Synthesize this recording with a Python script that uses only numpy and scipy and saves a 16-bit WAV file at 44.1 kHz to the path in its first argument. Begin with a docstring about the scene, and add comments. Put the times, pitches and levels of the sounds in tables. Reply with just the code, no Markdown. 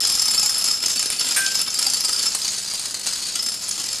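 """Chains of small hard dominoes topple across a board, the microphone just above them in a room.
Each tile hits the next, chatters and rings briefly; lighter contacts of settling tiles fill the gaps
and the board rumbles. Once something metallic is struck and rings on; later the chain runs into
lower-pitched tiles and gets quieter. The image is nearly mono, with low room noise and a faint hum."""
import sys
import numpy as np
from scipy import signal
from scipy.fft import rfft, irfft, next_fast_len
from scipy.io import wavfile

SR = 44100
rng = np.random.default_rng(int(sys.argv[2]) if len(sys.argv) > 2 else 0)


def wav_out(sig):
    """Save sig, one row per channel (or a flat mono array), as 16-bit PCM at SR to the path in sys.argv[1]."""
    wavfile.write(sys.argv[1], SR, np.round(np.clip(np.atleast_2d(sig).T, -1, 1) * 32767).astype(np.int16))


N = 176400

# Clear clacks at the front of the chain. 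Each row: start in seconds, relative level in dB,
# then trims in dB for the knock, the main ring and the overtones.
CLACKS = [(.0044,-13.5,-21,-5,-12.5),(.0433,-26,-25,-1,-19),(.0717,-7,-34,-17,-16),(.0974,-10,-33,-24,-15),(.1231,-20,-30,1,-5.5),(.1514,-6.5,-37,-31,-20),(.1956,-5.5,-24,-15,-22),
          (.2205,-8.5,-25,-7.5,-13.5),(.2553,-10,-26,-8,-14),(.281,-6.5,-28,-13,-21),(.3096,-6,-32,-16,-16),(.337,-11,-31,-12,-22),(.346,-3.5,-19,-25,-19),(.377,-12.5,-30,-1,-16),
          (.395,-8.5,-37,-11,-24),(.4291,-7.5,-23,-15,-17.5),(.46,-7.5,-20,-12,-19),(.4944,-9.5,-22,-10.5,-16),(.5426,-11.5,-26,-10.5,-24),(.5796,-15,-33,-22,-5.5),
          (.6415,-10.5,-13.5,-36,-10.5),(.6544,-8.5,-19,-21,-35),(.682,-9,-11,-8.5,-17),(.71,-11.5,-30,-10,-18),(.7366,-19,-23,-1.5,-22),(.825,-14,-13,-6.5,-20),(.835,-15,-0.5,-16,-20),
          (.8595,-5,-26,-12.5,-22.5),(.8811,-19,-17,-5,-17),(.9149,-10.5,-20,-22,-28),(.9593,-10,-11,-15,-17),(.9935,-8,-10.5,-11,-17),(1.027,-16.5,-2,-8,-15),(1.0579,-12.5,-4.5,-10,-12.5),
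          (1.1015,-14,-8,-12,-19),(1.1216,-16.5,0,-18,-10),(1.1942,-17,-6,-8,-6.5),(1.206,-12.5,-1.5,-6,-22),(1.264,-13.5,-6.5,-29,-16),(1.282,-8,-11,-34,-17),(1.3088,-11,-7.5,-12,-23),
          (1.3188,-14,-11,-21,-17),(1.462,-9,-6.5,-13,-31),(1.545,-12,-18,-12,-20),(1.5518,-6.5,-17,-10.5,-24),(1.5885,-13,-11,-8,-14),(1.5986,-15.5,-7,-7,-18),(1.6144,-8.5,-12,-10.5,-13),
          (1.6625,-20,-0.5,-9,-25),(1.6761,-17,-3.5,-2.5,-13),(1.703,-12.5,-22,-16,-29),(1.741,-8.5,-30,-21,-18.5),(1.7883,-11,-12.5,-11,-8.5),(1.8266,-9.5,-26,-8,-22),(1.8649,-10,-20,-11,-14),
          (1.8992,-9,-30,-28,-18),(1.9356,-7.5,-16.5,-30,-14.5),(1.9698,-12.5,-27,-10,-18),(2.0059,-13,-33,-5.5,-12.5),(2.047,-9,-31,-11,-12),(2.091,-9,-13.5,-14,-15.5),(2.1265,-13,-27,-5,-10.5),
          (2.1615,-13,-27,-10,-17),(2.1929,-12,-9,-27,-14.5),(2.2281,-8,-13,-14,-18.5),(2.2572,-9.5,-11.5,-5.5,-17),(2.319,-13,-23,-30,-28),(2.348,-13.5,-23,-26,-8.5),(2.4158,-15.5,-16,-15,-14),
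          (2.4469,-13.5,-14,-30,-22),(2.4792,-9,-19,-29,-20),(2.518,-18,-24,-33,-11),(2.541,-14,-25,-24,-27),(2.7082,-21.5,-2.5,-26,-20),(2.8555,-18.5,-29,-8.5,-10),(2.9426,-11,-17,-27,-16),
          (3.066,-8.5,-15,-21,-15.5),(3.0874,-16,-11,-16,-21),(3.1308,-19.5,-26,-17,-11),(3.3543,-11,-7.5,-30,-28),(3.3913,-15.5,-20,-2,-29),
          (3.425,-15.5,-21,-10,-11.5),(3.462,-10.5,-13,-10.5,-19),(3.4864,-14,-24,-6,-14.5),(3.5193,-13,-25,-31,-18),(3.5405,-12.5,-29,-28,-16),(3.6338,-13.5,-32,-32,-37),(3.684,-17.5,-25,-16,-13),
          (3.6907,-17,-28,-28,-7),(3.71,-10.5,-31,-33,-24),(3.7784,-17.5,-2,-27,-28),(3.7983,-16,-8,-13,-14),(3.8871,-15,-23,-16,-20),(3.9289,-12,-27,-20,-20)]
# Modes of the two kinds of tile, the board and the metal.
# Each row: frequency in Hz, relative level in dB, seconds to fall 60 dB.
HIGH_TILE_MODES = [(1334,-9,0.064),(4600,-16,0.057),(4737,3.5,0.029),(5070,-1.5,0.17),(5230,11,0.089),(5570,-24,0.022),(6410,-32,0.037),(6940,9.5,0.069),(7520,20.5,0.078),(8960,21,0.0082),(9920,17,0.013),(10790,17,0.021),(12500,-12,0.013)]
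LOW_TILE_MODES = [(4130,3,0.08),(4432,14,0.024),(4694,13,0.058),(5164,4,0.042),(6300,-4,0.013),(6780,-4,0.058),(7140,-18,0.11),(8002,18.5,0.0047),(8670,5,0.015),(9400,11,0.013),(10360,-17,0.04)]
BOARD_MODES = [(114.5,-12,0.092),(180,18.5,0.077),(198.4,-1,0.82),(241,21,0.055),(330,-9,.07)]
METAL_MODES = [(1373,-12,.2),(1567,3,.4),(1690,0,.1),(2315,-3,.2),(2449,-7,.2),(2649,-5,.12),(2735,-5,.15),(3483,-12,.22),(5753,-4,.35),(8915,11,.14),(9157,2,.14),(10300,-1,.12),(12800,-5,.2)]
# Low tiles along the chain. Each row: time in seconds, share from 0 to 1.
LOW_TILE_SHARE = [(0,0.01),(1.7,0.03),(2.27,0.2),(2.33,0.9),(3.3,0.95),(3.39,0.3),(4,0.4)]
# Spectra of the contact noises and the room noise. Each row: frequency in Hz, gain in dB.
KNOCK_SPECTRUM = [(30,-24),(100,-12),(220,0),(320,0.5),(550,-3),(830,-4),(1080,-6.5),(1350,3.5),(1900,-1.5),(2700,5),(3600,6.5),(4500,7),(7000,-7),(14000,-50)]
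CRACK_SPECTRUM = [(100,-9),(2000,-7.5),(3700,-42.5),(4700,6),(6000,12.5),(8000,8),(10500,-27),(12000,-3),(14000,-1.5)]
SNAP_SPECTRUM = [(300,-13),(3000,-6),(7000,-4),(9000,9),(10500,-9),(13000,-7.5)]
RATTLE_SPECTRUM = [(200,-10),(1000,-1.5),(1500,9.5),(3000,1.5),(6000,3),(9000,11),(13000,-1)]
ROOM_SPECTRUM = [(20,-6),(45,-17),(80,3),(130,5.5),(250,1.5),(450,2),(900,-0.5),(4000,-32.5),(14000,-66)]
# Strength of the settling tiles, and of their main ring. Each row: time in seconds, relative level in dB.
SETTLING_LEVEL = [(0,-20.5),(.4,-23.5),(.6,-21.5),(.8,-25),(.9,-20),(1.05,-28.5),(1.17,-24.5),(1.22,-22.5),(1.3,-21),(1.45,-21),(1.61,-23.5),(1.65,-49),(1.73,-25),(1.8,-23),(2.22,-24),(2.31,-25.5),(2.5,-23),(2.6,-25),(2.9,-25.5),(3.0,-30),(3.08,-23.5),(3.25,-24),(3.5,-31),(3.6,-28.5),(3.72,-25),(3.85,-24),(4,-25)]
SETTLING_RING = [(.75,1.5),(1.05,-6.5),(1.45,-3),(1.6,-0.5),(2.25,-0.5),(2.6,-1.5),(3.5,-0.5)]
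# Hum in the room. Each row: frequency in Hz, level in dB.
HUM_TONES = [(118,-64),(198,-59)]
# Tiles that ring free, and tiles that land flat. Each row: start in seconds, pitch in Hz, level in dB.
CLINKS = [(.2813,4820,-20),(.377,4750,-26),(.4304,4730,-15),(.4315,6960,-16),(.494,9880,-18),(.9772,4530,-15.5),(1.1877,4530,-16.5),(1.3088,4940,-16),(1.4631,4487,-21),
          (1.7514,4750,-16.5),(1.8657,4680,-10.5),(1.935,4585,-14),(2.0482,4760,-14),(2.1271,4806,-17),(2.1615,4770,-17),(2.1934,4530,-17),(2.4169,4970,-18),(2.448,4680,-17),
          (2.4798,4680,-21),(2.675,4700,-26),(2.7082,4730,-19),(2.745,4700,-22),(2.9426,4170,-22),(3.1308,4950,-21.5),(3.245,4680,-27)]
LANDINGS = [(.283,930,-32),(.43,840,-28.5),(1.865,800,-28.5),(2.349,1054,-32.5),(3.067,933,-34.5)]
# Edge-on-edge contacts. Each row: start in seconds, relative level in dB.
SNAPS = [(0.3969,-22),(1.028,-22),(1.102,-17.5),(1.621,-29),(2.35,-18.5),(2.737,-22.5),(2.796,-28),(2.996,-25.5),(3.357,-22)]
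# Width of the room sound. Each row: frequency in Hz, gain of the side channel in dB.
ROOM_WIDTH = [(30,-6),(100,-8),(250,-8),(500,-6.5),(1200,-6),(2200,-16),(4500,-16),(8000,-16),(13000,-19)]
# The chain moving under the microphone. Each row: time in seconds, left minus right in dB.
BALANCE = [(0,1.2),(1.2,.7),(2.8,.4),(3.25,1.5),(3.8,.8)]


def amp(db):
    """Decibels to gain."""
    return 10 ** (np.asarray(db) / 20)


def unit_energy(x):
    """Scale a short sound to the energy of 10 ms at level 1."""
    return x * np.sqrt(.01 * SR / (np.sum(x ** 2) + 1e-12))


def at_level(x, db):
    """Scale to an rms level."""
    return x * amp(db) / np.std(x)


def curve(table, at):
    """Read a two-column table along straight lines."""
    return np.interp(at, *np.array(table, float).T)


def colour(x, table):
    """Minimum-phase filter through (Hz, dB) points, so nothing sounds ahead of a hit."""
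    size = next_fast_len(len(x) + 512)
    size += size % 2
    hz, db = np.array(table, float).T
    bin_hz = np.arange(size // 2 + 1) * SR / size
    gain = amp(np.interp(np.log(bin_hz + 1), np.log(hz), db))
    cepstrum = irfft(np.log(gain))
    cepstrum[1:size // 2] *= 2
    cepstrum[size // 2 + 1:] = 0
    return irfft(rfft(x, size) * np.exp(rfft(cepstrum)))[:len(x)]


def ring(modes, size):
    """One decaying sine for each (Hz, dB, t60 in seconds) row."""
    hz, db, t60 = np.array(modes, float).T[:, :, None]
    t = np.arange(size) / SR
    return amp(db) * np.sin(2 * np.pi * hz * t) * np.exp(-np.log(1000) * t / t60)


def burst(decay_s, size):
    """Noise that dies away."""
    return rng.standard_normal(size) * np.exp(-np.arange(size) / SR / decay_s)


def rise(rise_s, size):
    """A soft onset from 0 towards 1."""
    return 1 - np.exp(-np.arange(size) / SR / rise_s)


def add(out, at_s, x):
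    """Mix a sound in at a time."""
    i = int(np.clip(at_s * SR, 0, N))
    out[i:i + len(x)] += x[:N - i]


def tile_rings(tile_modes, size, strike_spread_db=5):
    """A struck tile rings in four groups of modes: low ring, main ring, upper ring, overtones."""
    hz, db, t60 = np.array(tile_modes, float).T
    detune, strike = rng.standard_normal((2, len(hz)))
    group = np.searchsorted([4950, 5450, 8000], hz)  # group edges in Hz
    # low ring and overtones shift most in pitch with how the tile is held
    shift = np.array([.025, .006, .006, .015]) * rng.standard_normal(4)
    pitch = hz * (1 + shift[group] + .007 * detune)
    group[hz < 2000] = 1  # the body mode sounds with the main ring
    strike[group == 1] = 0  # every blow excites these alike
    modes = ring(np.column_stack([pitch, db + strike_spread_db * strike, t60]), size)
    return [modes[group == k].sum(0) for k in range(4)]


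def chatter(contact, length_s, rebounds=5):
    """The tile touches, then bounces: each part of the contact repeats at quick, uneven intervals."""
    parts = .68 * contact  # first touch
    for k, (jitter, force) in enumerate(rng.random((rebounds, 2))):
        progress = (k + jitter) / rebounds
        lag = 1 + int(min(progress * length_s * SR, contact.shape[1] / 2))
        strength = .9 * (.5 + force) * (1 - progress / 2)
        parts[:, lag:] += strength * contact[:, :-lag]
    return parts


def clacks(rows, gain_db, size=2400):
    """Tile meets tile: a crack, a dull knock, and modes struck again by a few quick rebounds."""
    rings, knocks, cracks = np.zeros((3, N))
    for at, db, knock_db, main_db, overtone_db in rows:
        low_share = curve(LOW_TILE_SHARE, at)
        tile = tile_rings(LOW_TILE_MODES if rng.random() < low_share else HIGH_TILE_MODES, size)
        chatter_s = .0075 * np.exp(.35 * rng.standard_normal())
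        contact = np.array(tile + [burst(decay_s=.00052, size=size), burst(decay_s=.0089, size=size)])
        parts = [unit_energy(part) * amp(db + gain_db) for part in chatter(contact, chatter_s)]
        low, main, upper, overtones, crack, knock = parts
        add(rings, at, low * amp(6 * low_share - 5) + main * amp(main_db + 14.5))
        add(rings, at, upper * amp(-2.5) + overtones * amp(overtone_db + 15.5))
        add(cracks, at, crack * amp(-3))
        add(knocks, at, knock * amp(knock_db + 9))
    bass_cut = signal.butter(2, 900, "high", fs=SR, output="sos")  # tiles too small to radiate bass
    rings = signal.sosfilt(bass_cut, rings)
    return rings + colour(cracks, CRACK_SPECTRUM) + colour(knocks, KNOCK_SPECTRUM)


def settling(per_second=150, spread_db=2.3):
    """Light contacts of leaning tiles behind the front of the chain."""
    count = int(per_second * N / SR)
    jitter, force = rng.random(count), rng.standard_normal(count)
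    at = (np.arange(count) + 2 * jitter - 1) / per_second
    db = curve(SETTLING_LEVEL, at) + spread_db * force
    low_share = curve(LOW_TILE_SHARE, at)
    knock_db = -10.5 - 4 * low_share
    main_db = -10.5 - 8 * low_share + curve(SETTLING_RING, at)
    overtone_db = -19 + 3 * low_share
    return clacks(np.column_stack([at, db, knock_db, main_db, overtone_db]), gain_db=-12.5)


def board_rumble(blows):
    """The blows drum faintly on the board and set its low modes ringing."""
    push = np.abs(blows) * rng.standard_normal(N)
    response = ring(BOARD_MODES, SR // 2).sum(0)
    return at_level(signal.fftconvolve(push, response)[:N], db=-58.5)


def reflections(x, t60_s=.42, build_s=.0024, db=-4.5, size=SR // 2):
    """The short tail the room sends back to the microphone."""
    tail = burst(t60_s / np.log(1000), size) * rise(build_s, size)
    return signal.fftconvolve(x, amp(db) * tail / np.linalg.norm(tail))[:N]


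def room_noise():
    """Low steady noise behind the tiles."""
    return at_level(colour(rng.standard_normal(N), ROOM_SPECTRUM), db=-50.5)


def hum(wander_hz=5.2, turns=60):
    """Two faint low tones in the room that waver in pitch."""
    out = np.zeros(N)
    for hz, db in HUM_TONES:
        wander = np.interp(np.arange(N), np.linspace(0, N, turns), rng.standard_normal(turns))
        phase = 2 * np.pi * np.cumsum(hz + wander_hz * wander) / SR
        out += at_level(np.sin(phase), db)
    return out


def clinks(t60_s=.085, rise_s=.0015, size=SR // 5):
    """A loose tile rings at its own pitch on a close pair of modes."""
    out = np.zeros(N)
    for at, hz, db in CLINKS:
        partner_hz = hz * (1 + .015 * rng.standard_normal())
        pair = ring([(hz, db, t60_s), (partner_hz, db - 10, t60_s)], size).sum(0)
        add(out, at, pair * rise(rise_s, size))
    return out


def landings(t60_s=.055):
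    """Tiles land flat on the board with a soft hollow knock."""
    out = np.zeros(N)
    for at, hz, db in LANDINGS:
        add(out, at, ring([(hz, db, t60_s)], size=4000)[0])
    return out


def snaps():
    """Edge hits edge with no rebound: short, dry and bright."""
    out = np.zeros(N)
    for at, db in SNAPS:
        add(out, at, amp(db) * unit_energy(burst(decay_s=.0012, size=600)))
    return colour(out, SNAP_SPECTRUM)


def metal_strike(at_s=1.362, rise_s=.004, rattle_s=.036):
    """Something metallic is struck, rattles for a moment and rings on."""
    out = np.zeros(N)
    add(out, at_s, amp(-24) * rise(rise_s, SR) * ring(METAL_MODES, SR).sum(0))
    t = np.arange(SR // 4) / SR
    rattle = rng.standard_normal(len(t)) / (1 + (t / rattle_s) ** 4)
    add(out, at_s, amp(-23.5) * colour(rattle, RATTLE_SPECTRUM))
    return out


def scene():
    """From just above the board: tiles and metal near the centre, a little width from the room."""
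    blows = clacks(CLACKS, gain_db=-16.3) + clinks() + snaps() + landings() + metal_strike() + settling()
    direct = blows + board_rumble(blows)
    mid = direct + reflections(direct) + room_noise() + hum()
    side = colour(reflections(direct) + amp(-3) * room_noise(), ROOM_WIDTH)
    balance_db = curve(BALANCE, np.arange(N) / SR)
    return np.array([(mid + side) * amp(balance_db / 2), (mid - side) * amp(-balance_db / 2)])


def record(dry, top_hz=13050):
    """The recorder cuts the top steeply."""
    return signal.sosfilt(signal.ellip(12, .2, 80, top_hz, fs=SR, output="sos"), dry)


dry = scene()
out = record(dry)
wav_out(out)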